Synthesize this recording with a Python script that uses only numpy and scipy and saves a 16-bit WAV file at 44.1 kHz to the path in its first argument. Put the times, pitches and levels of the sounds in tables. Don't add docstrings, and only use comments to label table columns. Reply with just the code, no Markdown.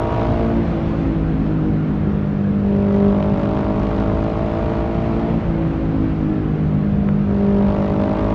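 import sys
import numpy as np
from scipy import signal
from scipy.fft import rfft, irfft
from scipy.io import wavfile
from scipy.ndimage import uniform_filter1d

SR = 44100
rng = np.random.default_rng(int(sys.argv[2]) if len(sys.argv) > 2 else 0)


def master_out(mix):
    frames = np.transpose(np.atleast_2d(mix))
    ceiling = np.clip(frames, -1, 1)
    pcm = np.round(ceiling * 32767).astype(np.int16)
    wavfile.write(sys.argv[1], SR, pcm)


def makeup_ratio(level_db):
    decades = np.asarray(level_db, float) / 20
    return 10 ** decades


N = 367794
TIME = np.arange(N) / SR
BLOCK = 256

# time in seconds, cycles per second in Hz.
CYCLE_RATE = [(0, 55.3), (.3, 56.4), (.55, 56.6), (.76, 55.3), (1.46, 52.8), (2.14, 50.5), (2.6, 50),
              (3, 50.3), (3.92, 53.6), (4.6, 55.3), (5.24, 56.45), (5.7, 54.4), (6.35, 52.1), (6.9, 50.2),
              (7.4, 50), (7.6, 50.35), (8.34, 52.95)]
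BOOM_HZ = 200.6
HISS_WAVER_DB, HISS_WAVER_HZ = 1.0, 6


def evened(x):
    return x / np.sqrt(np.mean(x ** 2) + 1e-20)


def read(points, hz):
    f, value = np.transpose(points)
    return np.interp(np.log(hz + 1), np.log(f + 1), value)


def cycle_hz():
    return np.interp(TIME, *np.transpose(CYCLE_RATE))


def slow(corner_hz, count):
    size = N // BLOCK + 8
    z = rfft(rng.standard_normal((count, size)))
    hz = np.fft.rfftfreq(size, BLOCK / SR)
    return evened(irfft(z / (1 + (hz / corner_hz) ** 4), size))


def spread(row):
    return np.interp(TIME, np.arange(len(row)) * BLOCK / SR, row)


def waver(corner_hz):
    return spread(slow(corner_hz, count=1)[0])


def colour(x, points):
    log_gain = np.log(makeup_ratio(read(points, abs(np.fft.fftfreq(8192, 1 / SR)))))
    min_phase = np.exp(log_gain - 1j * signal.hilbert(log_gain).imag)
    taps = np.fft.ifft(min_phase).real[:4096]
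    return signal.oaconvolve(x, taps)[:N]


def noise(points, patchy_db):
    a, b, patches = rng.standard_normal((N // 512 + 6, 1025, 3)).T
    patches = uniform_filter1d(patches, 8, 0)
    patches = evened(uniform_filter1d(patches, 6, 1))
    shape_db = read(points, np.fft.rfftfreq(2048, 1 / SR))[:, None]
    z = (a + 1j * b) * makeup_ratio(shape_db + patchy_db * patches)
    return evened(signal.istft(z, nperseg=2048, noverlap=1536)[1][:N])


def throttle(feather=0.27):
    # opens in seconds, shuts in seconds, opening it rolls towards (1 = full).
    twists = [(-.8, .545, 1.17), (2.63, 5.32, 1.05), (7.27, 9.0, 1.1)]
    coast, snatch = 0.012, 0.55
    wrist_s, roll_on_s, ease_per_s = 0.045, 0.37, 0.097
    feather_s = 0.5
    linger, linger_s = 0.16, 0.63
    out = np.full(N, coast)
    for opens_s, shuts_s, widest in twists:
        since = np.maximum(TIME - opens_s, 0)
        opened = np.clip((TIME - opens_s) / wrist_s + 0.5, 0, 1)
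        shut = np.clip((TIME - shuts_s) / wrist_s + 0.5, 0, 1)
        held = widest - (widest - snatch) * np.exp(-since / roll_on_s) - ease_per_s * since
        held *= 1 - feather * np.clip(1 + (TIME - shuts_s) / feather_s, 0, 1)
        left = coast + linger * np.exp(-np.maximum(TIME - shuts_s, 0) / linger_s)
        out += opened * (held + shut * (left - held) - out)
    return out


def pulse_phase(k):
    second_db, second_late = -2.5, 0.65
    thump_lag = 0.085
    ring_order, ring_width = 11.5, 2.8
    pair = np.angle(1 + makeup_ratio(second_db) * np.exp(-2j * np.pi * k * second_late))
    if k < 7:
        return pair - 2 * np.pi * k * thump_lag
    return pair - np.arctan((k - ring_order) / ring_width)


def orders(turns, burn):
    # level shut in dB, level open in dB.
    order_levels = [(-31.5, -27), (-32.5, -29.5), (-27.5, -38), (-26.5, -32.5), (-27, -28), (-27.5, -29),
                    (-47, -41), (-43, -31.5), (-40, -36.5), (-39, -43.5), (-47, -30), (-45.5, -30),
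                    (-53, -42.5), (-48.5, -40), (-52.5, -41), (-58, -44), (-66.5, -38), (-63.5, -44.5),
                    (-63.5, -40), (-65.5, -41), (-77, -40), (-62, -46.5), (-64.5, -45), (-68, -55.5),
                    (-63.5, -54.5), (-60, -49.5)]
    # centre in Hz, width in Hz, gain in dB.
    resonances = [(51.2, 3.7, -10.5), (53.6, 1.3, 8.5), (153.16, 2, 5.5), (162, 12, 2.5),
                  (216.3, 2.3, -3.5), (228.13, 3.06, 14.5), (248.6, 8.7, -10), (277.4, 4.3, -8.5),
                  (299, 6.3, -10), (313, 1.3, 1), (338.5, 7.7, -2), (354.6, 14, 7), (403, 7.7, 12.5),
                  (398.6, 10, -4.5), (516, 15, -13), (560, 7.1, -3.5), (562, 8, 4), (606.2, 5.3, 3),
                  (695, 6.3, 1.5), (777, 24, 3), (950, 15, 6), (1057, 26, -4.5), (1120, 15, 5),
                  (1180, 25, -1)]
    boom_width_hz = 4
    waver_db, drift_rad, uneven_db = 1.1, 0.1, 0.4
    jitter = 0.003
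    crack_at = 0.175
    scatter_rad = 0.65
    steep = 0.11
    count = len(order_levels)
    hz = cycle_hz()[::BLOCK]
    load = throttle()[::BLOCK]
    growl = throttle(feather=0.12)[::BLOCK]
    wander = slow(8.3, count=2 * count)[:, :len(hz)]
    echoes = scatter_rad * slow(0.7, count=count)[:, :len(hz)]
    cycle_db = uneven_db * np.interp(turns - 1 / 4, np.arange(len(burn)), burn)
    turns = turns + jitter * waver(19)
    out = np.zeros(N)
    rows = zip(order_levels, wander[::2], wander[1::2], echoes)
    for k, ((shut_db, open_db), level, lag, echo) in enumerate(rows, 1):
        high = max(k - 12, 0)
        broken = 1 + 1.2 * np.clip(1 - load, 0, 1) + 0.07 * high
        opening = (load if k > 12 else growl) ** (1 + steep * high)
        db = shut_db + (open_db - shut_db) * opening + waver_db * broken * level
        for centre_hz, width_hz, gain_db in resonances:
            db += gain_db * np.exp(-((k * hz - centre_hz) / width_hz) ** 2)
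        size = makeup_ratio(db)
        for m in (1, 2):
            size = size * (1 - np.exp(-((k * hz / m - BOOM_HZ) / boom_width_hz) ** 2))
        sharp = makeup_ratio(cycle_db * min(k / 8, 1))
        phase = pulse_phase(k) + spread(drift_rad * broken * lag + echo)
        out += np.sqrt(2) * spread(size) * sharp * np.cos(2 * np.pi * k * (turns - crack_at) + phase)
    return out


def crackle():
    spark, crackle_db = 30, 3
    chance = rng.exponential(1, N // spark + 1)
    return makeup_ratio(crackle_db * np.minimum(np.repeat(chance, spark)[:N], 3))


def rasp(turns, burns):
    # spectrum as (Hz, relative dB per Hz) pairs, level in dB.
    gas = [([(200, -32), (500, -8.5), (1000, -6), (1400, -9), (2000, -17), (3200, -24.5), (6300, -44),
           (13000, -83)], -41), ([(300, -21), (1000, -6), (2000, -9), (3200, -12), (5000, -21),
           (7500, -33.5), (11000, -60.5), (15000, -80)], -48.5)]
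    leaves_at, fade_cycles = (0.12, 0.78), (0.065, 0.11)
    out = np.zeros(N)
    for late, (points, db), fade, burn in zip(leaves_at, gas, fade_cycles, burns):
        since = (turns - late) % 1
        firing = np.floor(turns - late).astype(int) % len(burn)
        size = makeup_ratio(0.8 * burn)[firing]
        gate = size * crackle() * since * np.exp(-since / fade)
        out += makeup_ratio(db) * evened(colour(gate * rng.standard_normal(N), points))
    gain = np.clip(throttle() + 0.099, 0, 2) ** 2.7
    return gain * out * makeup_ratio(HISS_WAVER_DB * waver(HISS_WAVER_HZ))


def wind():
    # frequency in Hz, relative dB per Hz.
    wind_shape = [(30, -27), (50, 8.5), (70, 9.5), (110, 1.5), (180, 1.5), (300, -12), (600, -47),
                  (2000, -120)]
    buffet_shape = [(10, -28.5), (22, -8), (35, -6.5), (46, 3.5), (70, -28), (120, -63), (500, -120)]
    wind_db, gust_db, gust_hz = -25.5, 1, 20
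    buffet_db, thump_db, thump_hz = -37.5, 3, 5
    gusts = makeup_ratio(wind_db + gust_db * waver(gust_hz))
    thumps = makeup_ratio(buffet_db + thump_db * waver(thump_hz))
    return gusts * noise(wind_shape, patchy_db=1.0) + thumps * noise(buffet_shape, patchy_db=3.0)


def echoed(load, hang_s=1.0):
    r = np.exp(-1 / (hang_s * SR))
    return signal.lfilter([1 - r], [1, -r], load, zi=[load[0] * r])[0]


def road():
    # frequency in Hz, relative dB per Hz.
    roar_shape = [(76, -37.5), (130, -5.5), (170, -6.5), (258, -10), (314, -11.5), (370, -12.5),
                  (500, -19.5), (860, -26.5), (1400, -27.5), (1900, -34), (2700, -39), (4000, -49),
                  (6300, -61), (9000, -74.5), (13000, -92.5), (15000, -102)]
    walls_shape = [(200, -24), (400, 0), (650, -2.5), (1000, -5.5), (1500, -16), (2400, -18.5),
                   (4000, -29.5), (6500, -43.5), (9000, -57.5), (14000, -86.5)]
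    roar_db, walls_db = -27.5, -31.5
    wash = makeup_ratio(walls_db + HISS_WAVER_DB * waver(HISS_WAVER_HZ)) * echoed(throttle())
    walls = wash * noise(walls_shape, patchy_db=1.5)
    return makeup_ratio(roar_db) * noise(roar_shape, patchy_db=1.5) + walls


def boom():
    # start in seconds, release in seconds, first level in dB, top level in dB.
    swells = [(1.801, 3.198, -23.5, -15), (6.45, 7.703, -23, -14.5)]
    rise_s, fall_s, drop_db, fade_db_per_s = 0.29, 0.015, -6.5, -7.5
    waver_db, waver_hz = 0.9, 6
    octave_lead_s, octave_fall_s = 0.13, 0.068
    out = np.zeros(N)
    octave_gain = makeup_ratio(np.interp(throttle(), [0, 1], [-23.5, -3]))
    for start_s, release_s, first_db, top_db in swells:
        after = np.maximum(TIME - release_s, 0)
        db = np.interp(TIME, [start_s, release_s], [first_db, top_db])
        db += waver_db * waver(waver_hz)
        db += drop_db * (1 - np.exp(-after / fall_s)) + fade_db_per_s * after
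        octave_after = np.maximum(TIME - release_s + octave_lead_s, 0)
        octave = octave_gain * np.exp(-octave_after / octave_fall_s)
        sinking = np.minimum.accumulate(np.where(TIME > start_s, 4 * cycle_hz(), SR))
        phase = 2 * np.pi * np.cumsum(np.maximum(sinking, BOOM_HZ)) / SR
        rise = np.clip((TIME - start_s) / rise_s, 0, 1)
        out += np.sqrt(2) * rise * makeup_ratio(db) * (np.cos(phase) + octave * np.cos(2 * phase))
    return out


def pops():
    # time in seconds, drive level in dB, extra drive of the knock in dB.
    bangs = [(2.821, -40.5, 15), (3.2033, -28.5, 6.5), (3.2267, -25, 10), (3.3743, -33.5, 6),
             (3.8687, -30, 1.5), (4.0178, -36.5, 4.5), (7.0884, -33, 21), (7.6825, -39, 6),
             (7.8197, -36.5, 5), (8.0377, -28.5, 6), (8.092, -28.5, 3), (8.1492, -35, 3),
             (8.186, -32, 11.5), (8.2113, -36.5, 8), (8.281, -35, 6)]
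    # frequency in Hz, gain in dB.
    edge_shape = [(300, -10), (2000, 5), (3000, 4), (5000, -9), (8000, -40), (11000, -90)]
    body_shape = [(150, -14), (500, 0), (1400, 2), (2400, -8), (5000, -45), (10000, -100)]
    tail_s = 0.0018
    edge, body, grit = np.zeros(N), np.zeros(N), rng.standard_normal(N)
    for s, db, body_db in bangs:
        at = round(s * SR)
        edge += makeup_ratio(db) * (TIME > s) * np.exp(-np.maximum(TIME - s, 0) / tail_s) * grit
        edge[at] += 3 * makeup_ratio(db)
        body[at] -= 7 * makeup_ratio(db + body_db)
    return colour(edge, edge_shape) + colour(body, body_shape)


def scene():
    turns = np.cumsum(cycle_hz()) / SR
    burns = rng.standard_normal((600, 2)).T
    engine = orders(turns, burns[0]) + rasp(turns, burns)
    return (engine + wind() + road() + boom() + pops())[None]


def low_pass(x):
    return signal.sosfilt(signal.butter(12, 13890, fs=SR, output="sos"), x)


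def record(dry):
    low_cut = signal.butter(2, 24, "high", fs=SR, output="sos")
    return low_pass(signal.sosfilt(low_cut, dry))


dry = scene()
out = record(dry)
master_out(out)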